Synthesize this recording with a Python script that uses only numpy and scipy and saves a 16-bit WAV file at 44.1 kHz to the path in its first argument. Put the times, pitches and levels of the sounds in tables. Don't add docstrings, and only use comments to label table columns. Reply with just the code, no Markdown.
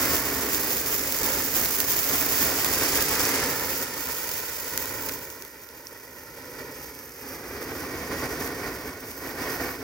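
import sys
import numpy as np
from scipy import signal
from scipy.fft import rfft, irfft, next_fast_len
from scipy.io import wavfile
from scipy.ndimage import map_coordinates

SR = 44100
rng = np.random.default_rng(int(sys.argv[2]) if len(sys.argv) > 2 else 0)


def digitize_waveform(pressure):
    field = np.atleast_2d(pressure).T
    bounded = np.clip(field, -1, 1)
    quanta = np.round(bounded * 32767).astype(np.int16)
    wavfile.write(sys.argv[1], SR, quanta)


N = 433491
TIME = np.arange(N) / SR


# t/s, rush level/dB, low roar relative to the rush/dB
THRUST = [(0.0, -32, -1.5), (0.58, -37.5, 2.0), (1.04, -39.5, 1.5), (1.77, -40, 1), (2.9, -32.5, -0.5),
          (3.4, -32, -1), (3.75, -37.5, -1.5), (4.59, -42.5, -3.5), (4.79, -39.0, -1.5), (5.09, -42.0, 1.5),
          (5.49, -50.5, -1.5), (6.15, -50, -0.5), (6.62, -43.5, 1.5), (7.13, -50.5, 1.5), (7.68, -39, 2.5),
          (8.68, -37.5, 1.5), (8.92, -44, 2.0), (9.14, -47.0, 3), (9.47, -36.5, -2), (9.83, -42, 2.5)]
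# t/s, length/s, rise/dB
POWDER_FLARES = [(.01, 0.12, 2), (1.19, 0.21, 4.5), (1.53, 0.16, 2.5), (2.08, .064, 3), (2.4, .16, 1.5),
                 (2.74, 0.095, 2), (3.33, .08, 2), (5.05, .047, 2), (6.57, .03, 3.5), (7.2, 0.19, 2.5),
                 (8.09, 0.082, 3.5), (8.21, 0.033, 5.5), (8.31, 0.046, 1), (8.39, 0.033, 4),
                 (8.66, 0.022, 2.5), (8.84, .05, 4.5), (9.02, .072, 3), (9.2, 0.079, 4), (9.37, 0.17, 4),
                 (9.59, 0.092, 4.5)]
def thrust(t):
    level_db, low_db = follow(THRUST, t)
    return level_db + surges(POWDER_FLARES, t), low_db


# f/Hz, level/dB
ROAR_SPECTRUM = [(15, -50), (25, -30), (40, -14), (58, 1.5), (78, -0.5), (105, -2), (150, -1.5),
                 (200, -5.5), (268, 7), (335, -1), (420, 1), (560, -2.5), (700, -26.5), (1100, -73)]
RUSH_SPECTRUM = [(150, -37), (550, -8.5), (660, -1.5), (780, -5), (1000, -1.5), (1250, -3), (1900, -1),
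                 (2350, -5.5), (2800, -14), (3800, -18), (5000, -11), (8000, -25.5), (16000, -16.5)]
# f/Hz, coherence/0-1
JET_COHERENCE = [(30, 0.94), (300, 0.99), (800, 0.94), (1800, 0.74), (2600, 0.83), (3400, 0.15),
                 (5000, 0.65), (16000, 0.19)]
def jet(rush_db=0.3, roar_db=-1.18, rush_flutter_db=1.22, roar_flutter_db=1.0, hop=256):
    t = np.arange(N // hop + 5) * hop / SR
    hz = np.fft.rfftfreq(4 * hop, 1 / SR)[:, None]
    a, b, c, d = rng.standard_normal((4, len(hz), len(t)))
    alike = at_frequency(JET_COHERENCE, hz)
    left = a + 1j * b
    right = alike * left + np.sqrt(1 - alike ** 2) * (c + 1j * d)
    combed = np.array([left, right]) * slab_echo(t, hz)
    gas = signal.istft(combed, nperseg=4 * hop, noverlap=3 * hop)[1][:, :N]
    level_db, low_db = thrust(TIME)
    flutter = wander(1.9, 47)
    rush = unit_centre(microphones(gas, RUSH_SPECTRUM)) * gain_of(rush_db + rush_flutter_db * flutter)
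    roar = unit_centre(microphones(gas, ROAR_SPECTRUM))
    roar *= gain_of(roar_db + low_db + roar_flutter_db * flutter)
    return (rush + roar) * gain_of(level_db)


# t/s, slab echo delay of the flame tip/ms, echo strength/0-1,
# scatter of the sparks between the microphones/ms
PLUME_SHAPE = [(0, 2.9, .35, .04), (1.3, 2.25, .5, .04), (2, 2.9, .35, .045), (3.2, 2.4, .45, .04),
               (3.7, 2.25, .6, .04), (4.3, 2.08, .8, .04), (5.1, 2.08, .8, .035), (5.5, 2.1, .8, .009),
               (6.7, 2.15, .85, .008), (7.3, 2.42, .75, .008), (8, 2.7, .7, .009), (9.3, 2.7, .7, .01),
               (9.83, 2.7, .7, .016)]
def slab_echo(t, hz, nozzle_ms=2.13, tip_share=0.65):
    tip_ms, strength, _ = follow(PLUME_SHAPE, t)
    bounce = strength / (1 + (hz / 2600) ** 6)
    bounce *= hz ** 2 / (hz ** 2 + 280 ** 2)
    nozzle, tip = (abs(1 + bounce * np.exp(-2j * np.pi * hz * ms / 1000)) ** 2
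                   for ms in (nozzle_ms, tip_ms))
    return np.sqrt(((1 - tip_share) * nozzle + tip_share * tip) / (1 + bounce ** 2))


# t/s, sizzle level/dB, extra for the coarse grains/dB
SPARK_FLOW = [(0, -32.5, -0.5), (.22, -33, 0), (1.4, -31, 0), (2.41, -29.5, 0.5), (2.9, -32, 4),
              (3.3, -31.5, 3), (3.39, -35.5, 6), (3.55, -34.5, -0.5), (3.83, -34, 0.5), (3.86, -42, 4),
              (4.11, -35, -0.5), (4.59, -38, 1), (5.07, -38.5, -3), (5.5, -51.5, -2.5), (6.42, -51, -2.5),
              (7.86, -47.5, -2), (8.2, -46.5, 0.5), (8.63, -47, -1.5), (8.98, -49.5, -2),
              (9.62, -45.5, -4.5), (9.83, -50, -2)]
# t/s, length/s, rise/dB
SPARK_SPURTS = [(0, 0.17, 3), (.51, 0.037, 3.5), (.68, .03, 3), (.91, 0.062, 1.5), (1.53, .12, 2),
                (1.88, .09, 2), (2.11, 0.079, 3), (2.35, .098, 2.5), (2.91, .05, 3.5), (5.1, .025, 3.5),
                (6.56, .042, 3.5), (6.73, 0.16, 4), (6.96, 0.026, 2), (7.19, 0.18, 3), (7.61, .03, 4),
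                (7.75, 0.067, 4), (8.27, 0.13, 2), (8.39, 0.071, 4.5), (9.06, 0.23, 2.5), (9.4, .03, 6),
                (9.49, 0.055, 7), (9.6, 0.11, 5.5)]
def spray(t):
    level_db, extra_db = follow(SPARK_FLOW, t)
    return level_db + surges(SPARK_SPURTS, t), extra_db


# f/Hz, level/dB
FINE_SPECTRUM = [(300, -11.5), (1800, -11), (2800, -11.5), (4000, -16), (7000, -3.5), (8600, -16),
                 (10500, -6), (11500, -4.5), (13000, 0), (14500, 1), (15600, 4.5), (16200, -6)]
COARSE_SPECTRUM = [(300, -33), (2600, -6.5), (4100, -11), (4900, -3.5), (6300, -6), (7100, -6),
                   (8500, -11.5), (11000, -10), (16000, -58)]
def sparks(fine_db=1.23, coarse_db=-3, clump_db=1.3, coarse_clump_db=0.8, batch_db=1.2, jet_share=0.31):
    level_db, extra_db = spray(TIME)
    drive_db = jet_share * (thrust(TIME)[0] - level_db) + extra_db
    clump, batch = wander(10, 110), wander(8, 12)
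    fine = unit_centre(microphones(grains(per_s=6000, spread_db=3.0, hiss=0.38), FINE_SPECTRUM))
    fine *= gain_of(fine_db + clump_db * clump + batch_db * batch)
    coarse = unit_centre(microphones(grains(per_s=8000, spread_db=2.5, hiss=0.4), COARSE_SPECTRUM))
    coarse *= gain_of(coarse_db + drive_db + coarse_clump_db * clump + batch_db / 2 * batch)
    return near_echo(fine + coarse) * gain_of(level_db)


def grains(per_s, spread_db, hiss):
    at = np.flatnonzero(rng.random(N) < per_s / SR)
    size = gain_of(spread_db * np.minimum(rng.exponential(1, N), 5)) * rng.choice([-1, 1], N)
    scatter_ms = follow(PLUME_SHAPE, TIME)[2]
    lag = np.round(rng.standard_normal(N) * scatter_ms * SR / 1000).astype(int)
    left = np.bincount(at, size[at], N)
    right = np.bincount(np.clip(at + lag[at], 0, N - 1), size[at], N)
    return unit_rms(np.array([left, right])) + hiss * rng.standard_normal((2, N))


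# t/s, level/dB, f/Hz, ring/cycles, spatter/ms
LOUD_BURSTS = [(0.1675, -8, 10600, .7, .6), (0.547, -8, 10700, .7, .6), (0.9843, -13, 6500, .7, .6),
               (1.1238, -8, 12100, .7, .6), (1.188, -11, 8900, .7, .6), (1.2329, -7, 10900, .7, .6),
               (1.4622, -13, 6800, .7, .6), (1.6584, -7, 11800, .7, .6), (1.8026, -3, 12000, .7, 1.8),
               (1.9177, -7, 11600, .7, .6), (2.6464, -3.5, 11000, .7, 1.8), (3.1963, -7, 9900, .7, .6),
               (3.2526, -8, 5700, .7, .6), (3.8266, -11, 11600, .7, .6), (4.1138, -13, 12100, .7, .6),
               (4.2918, -12, 10000, .7, .6), (4.7765, -5, 11000, .7, 1.2), (4.8575, -13, 10800, .7, .6),
               (5.0876, -15, 11300, .7, 4), (5.0944, -19, 2000, .7, 4), (5.1227, -16.5, 11900, .7, .6),
               (5.302, -20, 9100, .7, .6), (5.4225, -19, 10200, .7, 1.8), (5.4505, -22.5, 11100, .7, .6),
               (5.6895, -24, 13400, .7, .6), (5.8699, -26, 5700, 3, 1.2), (6.9903, -24, 10500, .7, .6),
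               (7.6278, -22, 8000, .7, .6), (8.4763, -17, 11300, .7, .6), (9.1156, -21, 11300, .7, .6)]
# f/Hz, level/dB
BURST_SPECTRUM = [(200, -20), (1800, 3), (3300, 0), (5500, 6), (7000, 3), (8600, -4), (11000, 1),
                  (13000, 5.5), (16000, 5.5)]
def pops(debris_db=-11, length=1024):
    t = np.arange(length) / SR
    out = np.zeros((2, N + length))
    for s, db, hz, cycles, spatter_ms in list(LOUD_BURSTS) + crackle():
        crack = np.exp(-t * hz / cycles) * np.cos(2 * np.pi * hz * t)
        debris = gain_of(debris_db) * np.exp(-1000 * t / spatter_ms) * rng.standard_normal((2, length))
        start = round(s * SR)
        out[:, start:start + length] += gain_of(db) * (crack + debris)
    return microphones(out[:, :N], BURST_SPECTRUM)


def crackle(per_s=3, over_spray_db=19, spread_db=2, pitch_hz=9500):
    times = np.flatnonzero(rng.random(N) < per_s / SR) / SR
    size, detune = rng.standard_normal((len(times), 2)).T
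    levels_db = spray(times)[0] + over_spray_db + spread_db * size
    pitches = pitch_hz * (1 + .15 * detune)
    return [(s, db, hz, .7, .6) for s, db, hz in zip(times, levels_db, pitches)]


# t/s, delay/ms, strength/0-1
NEAR_REFLECTION = [(5, .26, 0), (5.7, .258, .25), (6.3, .265, .3), (7.6, .265, .38), (8.15, .256, .32),
                   (8.6, .265, .27), (9.4, .273, .32)]
def near_echo(x):
    ms, strength = follow(NEAR_REFLECTION, TIME)
    position = np.arange(N) - ms * SR / 1000
    late = np.array([map_coordinates(side, [position], order=3) for side in x])
    return (x - strength * late) / np.sqrt(1 + strength ** 2)


# f/Hz, left minus right level/dB
PORT_BALANCE = [(60, -1), (250, 0.5), (750, -1.5), (1250, -4.5), (2300, -5), (2800, 1), (3350, 15.5),
                (4100, -0.5), (5200, -3), (6400, -6), (7600, -1), (11500, -1), (13200, -5), (16000, -5.5)]
# f/Hz, phase/rad
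PORT_LEAD = [(0, 0), (1500, .15), (2200, .9), (3200, 3), (3500, 5.2), (4500, 6.3), (6200, 7), (7000, 8),
             (7500, 9.2), (7900, 6.5), (10200, 7.5), (11300, 9.4), (12000, 12.2), (16000, 16)]
def microphones(x, spectrum):
    size = next_fast_len(N + 4096)
    hz = np.fft.rfftfreq(size, 1 / SR)
    ratio, lead = gain_of(at_frequency(PORT_BALANCE, hz)), at_frequency(PORT_LEAD, hz)
    ports = np.array([ratio, np.exp(-1j * lead)]) * np.sqrt(2 / (1 + ratio ** 2))
    colour = gain_of(at_frequency(spectrum, hz))
    return irfft(rfft(x, size) * ports * colour, size)[:, :N]


def surges(rows, t, attack_s=0.017, release_s=0.039):
    return sum(db * np.clip(np.minimum((t - s) / attack_s, 1 + (s + length - t) / release_s), 0, 1)
               for s, length, db in rows)


def wander(slow_hz, fast_hz):
    hz = np.fft.rfftfreq(N, 1 / SR)
    shape = hz / (hz + slow_hz) ** 1.5 / (1 + (hz / fast_hz) ** 2)
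    return unit_rms(irfft(rfft(rng.standard_normal(N)) * shape, N))


def follow(rows, t):
    s, *columns = np.transpose(rows)
    return [np.interp(t, s, column) for column in columns]


def at_frequency(points, hz):
    f, value = np.transpose(points)
    return np.interp(np.log(hz + 1), np.log(f + 1), value)


def gain_of(db):
    return 10 ** (np.asarray(db) / 20)


def unit_rms(x):
    return x / np.sqrt(np.mean(x ** 2) + 1e-20)


def unit_centre(x):
    return x / np.std(x.mean(0))


def scene():
    return jet() + sparks() + pops()


def record(dry, edge_hz=15900):
    low_pass = signal.firwin(601, edge_hz, window=("kaiser", 9), fs=SR)
    return signal.oaconvolve(dry, low_pass[None], "same")


dry = scene()
out = record(dry)
digitize_waveform(out)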